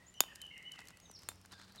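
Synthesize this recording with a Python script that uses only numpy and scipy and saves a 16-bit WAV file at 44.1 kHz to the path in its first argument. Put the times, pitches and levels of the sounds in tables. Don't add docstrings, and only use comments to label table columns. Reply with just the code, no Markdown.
import sys
import numpy as np
from scipy import signal
from scipy.fft import rfft, irfft
from scipy.io import wavfile
from scipy.ndimage import uniform_filter1d

SR = 44100
rng = np.random.default_rng(int(sys.argv[2]) if len(sys.argv) > 2 else 0)


def file_out(sig):
    cols = np.atleast_2d(sig).T
    lim = np.clip(cols, -1, 1)
    pcm = np.round(lim * 32767).astype(np.int16)
    wavfile.write(sys.argv[1], SR, pcm)


N = 79380
SCATTER_T60_S = 0.14

# mode frequency in Hz, T60 in seconds, level in dB at the first and at the second landing.
SHELL_MODES = [(1210, 0.0032, -33.5, -72), (2694, 0.0065, -16.5, -30.5), (3437, 0.0042, -8.5, -29),
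               (3626, 0.09, -36, -48), (4190, .008, -69, -31), (4895, 0.0024, 0.5, -64),
               (6815, .011, -11, -34), (7410, 0.023, -31.5, -34.5), (8640, 0.0045, -9, -21.5),
               (9420, .008, -24, -33.5), (10330, .008, -39.5, -30), (11590, 0.0035, -1, -27),
               (12540, 0.022, -29.5, -43), (14400, 0.005, -10.5, -36)]
# start in seconds, thump level in dB, initial thump pitch in Hz,
# then the gains in dB of the wall echo and of the scatter from the paving.
LANDINGS = [(0.2053, -15.5, 2207, -19.5, -30), (1.2877, -29.5, 2970, -13.5, -14.5)]
ECHO_DELAYS_S = [.032, .0285]
CONTACT_S, SHELL_RISE_S, BASS_CUT_HZ = 0.00038, 0.00055, 134
CRACK_DB, SPRAY_DB = -12.5, -26
WALL_HZ, YARD_HZ, YARD_DB, YARD_T60_S = 3800, 2570, -21, 0.71


def ball():
    out, t = np.zeros(N), clock(0.2)
    contact = 1 - np.exp(-(t / CONTACT_S) ** 2)
    build = 1 - np.exp(-(t / SHELL_RISE_S) ** 2)
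    for k, (start, thump_db, thump_hz, echo_db, scatter_db) in enumerate(LANDINGS):
        shell = sum((-1) ** m * undb(levels[k]) * np.sin(2 * np.pi * hz * t) * fade(t, t60)
                    for m, (hz, t60, *levels) in enumerate(SHELL_MODES))
        crack = undb(thump_db + CRACK_DB) * rng.standard_normal(len(t)) * fade(t, t60=0.011)
        spray = undb(thump_db + SPRAY_DB) * rng.standard_normal(len(t)) * fade(t, SCATTER_T60_S)
        body = contact * undb(thump_db) * thump(t, thump_hz, fall_s=0.0022, decay_s=0.0015)
        click = build * (shell + crack) + highpass(body, BASS_CUT_HZ)
        echo = lowpass(lowpass(click, WALL_HZ), WALL_HZ)
        add(out, start, click + build * highpass(spray, BASS_CUT_HZ))
        add(out, start, undb(scatter_db) * reverb(click, SCATTER_T60_S))
        add(out, start + ECHO_DELAYS_S[k], undb(echo_db) * echo)
    return out + undb(YARD_DB) * reverb(lowpass(out, YARD_HZ), YARD_T60_S)


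# start in seconds, relative level in dB.
CLAW_STRIKES = [(0.1406, -48.5), (0.3533, -45), (0.3576, -36.5), (0.4163, -33.5), (0.452, -52),
                (0.4656, -47.5), (0.5786, -44), (0.6268, -47), (0.7194, -38), (0.755, -83), (0.8042, -44.5),
                (0.854, -48), (0.8721, -43), (0.8847, -39), (0.905, -48.5), (0.9714, -44.5),
                (1.0005, -44.5), (1.1135, -40.5), (1.191, -48.5), (1.2196, -47.5), (1.233, -44.5),
                (1.357, -53.5), (1.414, -50.5), (1.4584, -45.5), (1.5202, -44), (1.7223, -49.5),
                (1.7589, -44)]
# frequency in Hz, relative level of the tick's spectrum in dB.
CLAW_SPECTRUM = [(400, -40.5), (1500, -1.5), (3200, -6.5), (4300, -2), (5800, 0), (8200, -0.5), (12000, -4),
                 (16000, -18.5)]
CLAW_RISE_S, CLAW_T60_S, CLAW_SCATTER_DB = 0.00015, 0.013, -18


def claws():
    envelope, t = np.zeros(N), clock(0.04)
    strike = 0.5 * fade(t, CLAW_T60_S) * (1 - np.exp(-t / CLAW_RISE_S))
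    for start, db in CLAW_STRIKES:
        add(envelope, start, undb(db) * strike)
    ticks = envelope * noise(CLAW_SPECTRUM)
    return ticks + undb(CLAW_SCATTER_DB) * reverb(ticks, SCATTER_T60_S)


# start in seconds, level in dB, initial pitch in Hz.
PAD_LANDINGS = [(0.329, -55.5, 1690), (0.438, -58, 2060), (1.0985, -50, 1387), (1.529, -57, 497)]
# start in seconds, length in seconds, level in dB.
PAW_SCUFFS = [(0.729, 0.045, -59), (0.774, 0.054, -59.5), (0.88, 0.045, -60.5), (1.219, 0.025, -60),
              (1.436, 0.036, -63.5), (1.506, 0.056, -56.5), (1.55, 0.12, -59.5), (1.667, 0.049, -65.5),
              (1.737, 0.05, -56)]
# frequency in Hz, relative level of the friction spectrum in dB.
SCUFF_SPECTRUM = [(80, -6.5), (200, 2), (400, -17), (900, -3.5), (1500, -0.5), (2400, -9), (4000, -7),
                  (7000, -11.5), (15000, -31)]
SCUFF_GRAIN_DB = 6


def paws():
    pats, drag = np.zeros(N), np.zeros(N)
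    for start, db, hz in PAD_LANDINGS:
        add(pats, start, undb(db) * thump(clock(0.03), hz, fall_s=0.0051, decay_s=0.0055))
    for start, length, db in PAW_SCUFFS:
        add(drag, start, undb(db) * np.sin(np.pi * clock(length) / length))
    grit = noise(SCUFF_SPECTRUM) * undb(SCUFF_GRAIN_DB * wander(rate_hz=510))
    return pats + drag * grit / grit.std()


# start and length in seconds, first, middle and last pitch in Hz,
# warble as a share of the pitch, direct level in dB, reverberant level in dB.
BIRD_NOTES = [(0.0, 0.031, 2024, 1902, 2110, 0.016, -62, -64),
              (0.063, 0.041, 6500, 6970, 7100, 0.017, -62.5, -72),
              (0.129, 0.054, 2847, 2994, 2965, 0.017, -67, -51.5),
              (0.148, 0.041, 5900, 5940, 5350, 0.0091, -64.5, -66),
              (0.231, 0.1, 2850, 2750, 2663, .05, -65.5, -63.5),
              (0.278, 0.056, 1993, 1843, 1680, 0.052, -60, -60),
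              (0.401, 0.07, 3060, 3057, 3050, 0.0023, -51.5, -61),
              (0.427, 0.041, 2920, 2980, 2878, 0.0029, -50, -49.5),
              (0.501, 0.1243, 2086, 2053, 2081, 0.047, -59, -56),
              (0.51, 0.064, 2716, 2760, 2620, 0.038, -59, -58.5),
              (0.65, 0.05, 2950, 2959, 2984, 0.0098, -47, -59.5),
              (0.713, .03, 2976, 2960, 2920, 0.0087, -49, -55),
              (0.743, .08, 2670, 2720, 2605, 0.042, -64.5, -62),
              (0.772, 0.0815, 2062, 1978, 1983, 0.0292, -58, -62.5),
              (1.01, 0.2, 6750, 5970, 5240, 0.0046, -66.5, -71.5),
              (1.054, 0.012, 3650, 3760, 3570, 0.017, -65, -71.5),
              (1.137, 0.033, 5490, 5376, 3920, 0.03, -57, -57.5),
              (1.514, 0.026, 4470, 4100, 3620, 0.094, -58, -59.5),
              (1.533, 0.037, 1600, 1623, 1590, 0.012, -63, -64),
              (1.576, 0.068, 4330, 3753, 4300, 0.093, -65, -68.5),
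              (1.691, 0.036, 3930, 4230, 4230, 0.075, -70.5, -67.5),
              (1.777, 0.025, 4060, 3880, 3900, 0.034, -56.5, -57)]
NOTE_EDGE_SHARE, WAVER_HZ, FLUTTER_DB, OVERTONE_DB = 0.085, 230, 3.5, -29


def birds():
    direct, to_yard = np.zeros(N), np.zeros(N)
    waver, flutter = wander(WAVER_HZ), undb(FLUTTER_DB * wander(WAVER_HZ))
    for start, length, first, middle, last, warble, db, yard_db in BIRD_NOTES:
        t = clock(length)
        span = (int(start * SR) + np.arange(len(t))) % N
        glide_hz = np.polyval(np.polyfit([0, 0.5, 1], [first, middle, last], 2), t / length)
        phase = 2 * np.pi * np.cumsum(glide_hz * (1 + warble * waver[span])) / SR
        ramp = np.clip(np.minimum(t, length - t) / (NOTE_EDGE_SHARE * length), 0, 1)
        envelope = np.sin(np.pi / 2 * ramp) * flutter[span]
        note = envelope * (np.sin(phase) + undb(OVERTONE_DB) * np.sin(2 * phase))
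        add(direct, start, undb(db) * note)
        add(to_yard, start, undb(yard_db) * note)
    return direct + reverb(to_yard, t60=0.96)


# time in seconds, firing rate in Hz, levels of the fundamental and its octave in dB.
ENGINE_TONES = [(0.899, 88.33, -100, -74), (1.151, 91.6, -68.5, -71), (1.299, 91.5, -63, -71),
                (1.499, 92.6, -65.5, -70), (1.65, 96.5, -68, -66.5), (1.8, 94, -77, -65.5)]
FIRING_JITTER_SHARE = 0.011


def engine():
    times, *columns = np.array(ENGINE_TONES).T
    hz, low_db, octave_db = (np.interp(np.arange(N) / SR, times, c) for c in columns)
    firing_hz = hz * (1 + FIRING_JITTER_SHARE * wander(rate_hz=29))
    phase = 2 * np.pi * np.cumsum(firing_hz) / SR
    return undb(low_db) * np.sin(phase) + undb(octave_db) * np.sin(2 * phase)


# frequency in Hz, relative spectral density in dB.
HUSH_SPECTRUM = [(15, -41), (25, -5), (76, 3), (170, -1.5), (463, -8), (1040, -10.5), (1650, -15),
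                 (2990, -15.5), (3430, -16), (6050, -21.5), (8590, -22), (14800, -33.5), (16000, -27)]
HUSH_LEVEL_DB, HUSH_SWAY_DB = -65.5, 1


def hush():
    return noise(HUSH_SPECTRUM) * undb(HUSH_LEVEL_DB + HUSH_SWAY_DB * wander(rate_hz=15))


def thump(t, hz, fall_s, decay_s):
    phase = 2 * np.pi * np.cumsum(hz / (1 + t / fall_s) ** 2) / SR
    return np.sin(phase) * np.exp(-t / decay_s)


def reverb(x, t60):
    t = np.arange(N) / SR
    tail = rng.standard_normal(N) * fade(t, t60) * (1 - np.exp(-t / 0.001))
    return signal.fftconvolve(x, tail / np.linalg.norm(tail))[:N]


def noise(spectrum):
    hz, db = np.array(spectrum).T
    bins_hz = np.maximum(np.fft.rfftfreq(N, 1 / SR), 1)
    gain = undb(np.interp(np.log(bins_hz), np.log(hz), db))
    x = irfft(rfft(rng.standard_normal(N)) * gain, N)
    return x / x.std()


def wander(rate_hz):
    width = max(int(SR / rate_hz), 1)
    x = uniform_filter1d(uniform_filter1d(rng.standard_normal(N), width), width)
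    return x / x.std()


def lowpass(x, hz):
    return signal.sosfilt(signal.butter(1, hz, fs=SR, output="sos"), x)


def highpass(x, hz):
    return signal.sosfilt(signal.butter(2, hz, "high", fs=SR, output="sos"), x)


def fade(t, t60):
    return np.exp(-np.log(1000) * t / t60)


def undb(db):
    return 10 ** (np.asarray(db) / 20)


def clock(length):
    return np.arange(int(length * SR)) / SR


def add(out, start, x):
    i = max(int(start * SR), 0)
    out[i:i + len(x)] += x[:max(N - i, 0)]


def scene():
    return (ball() + claws() + paws() + birds() + engine() + hush())[None]


def record(dry):
    treble_cut = signal.ellip(8, 0.2, 70, 16200, fs=SR, output="sos")
    return signal.sosfilt(treble_cut, highpass(dry, hz=32))


dry = scene()
out = record(dry)
file_out(out)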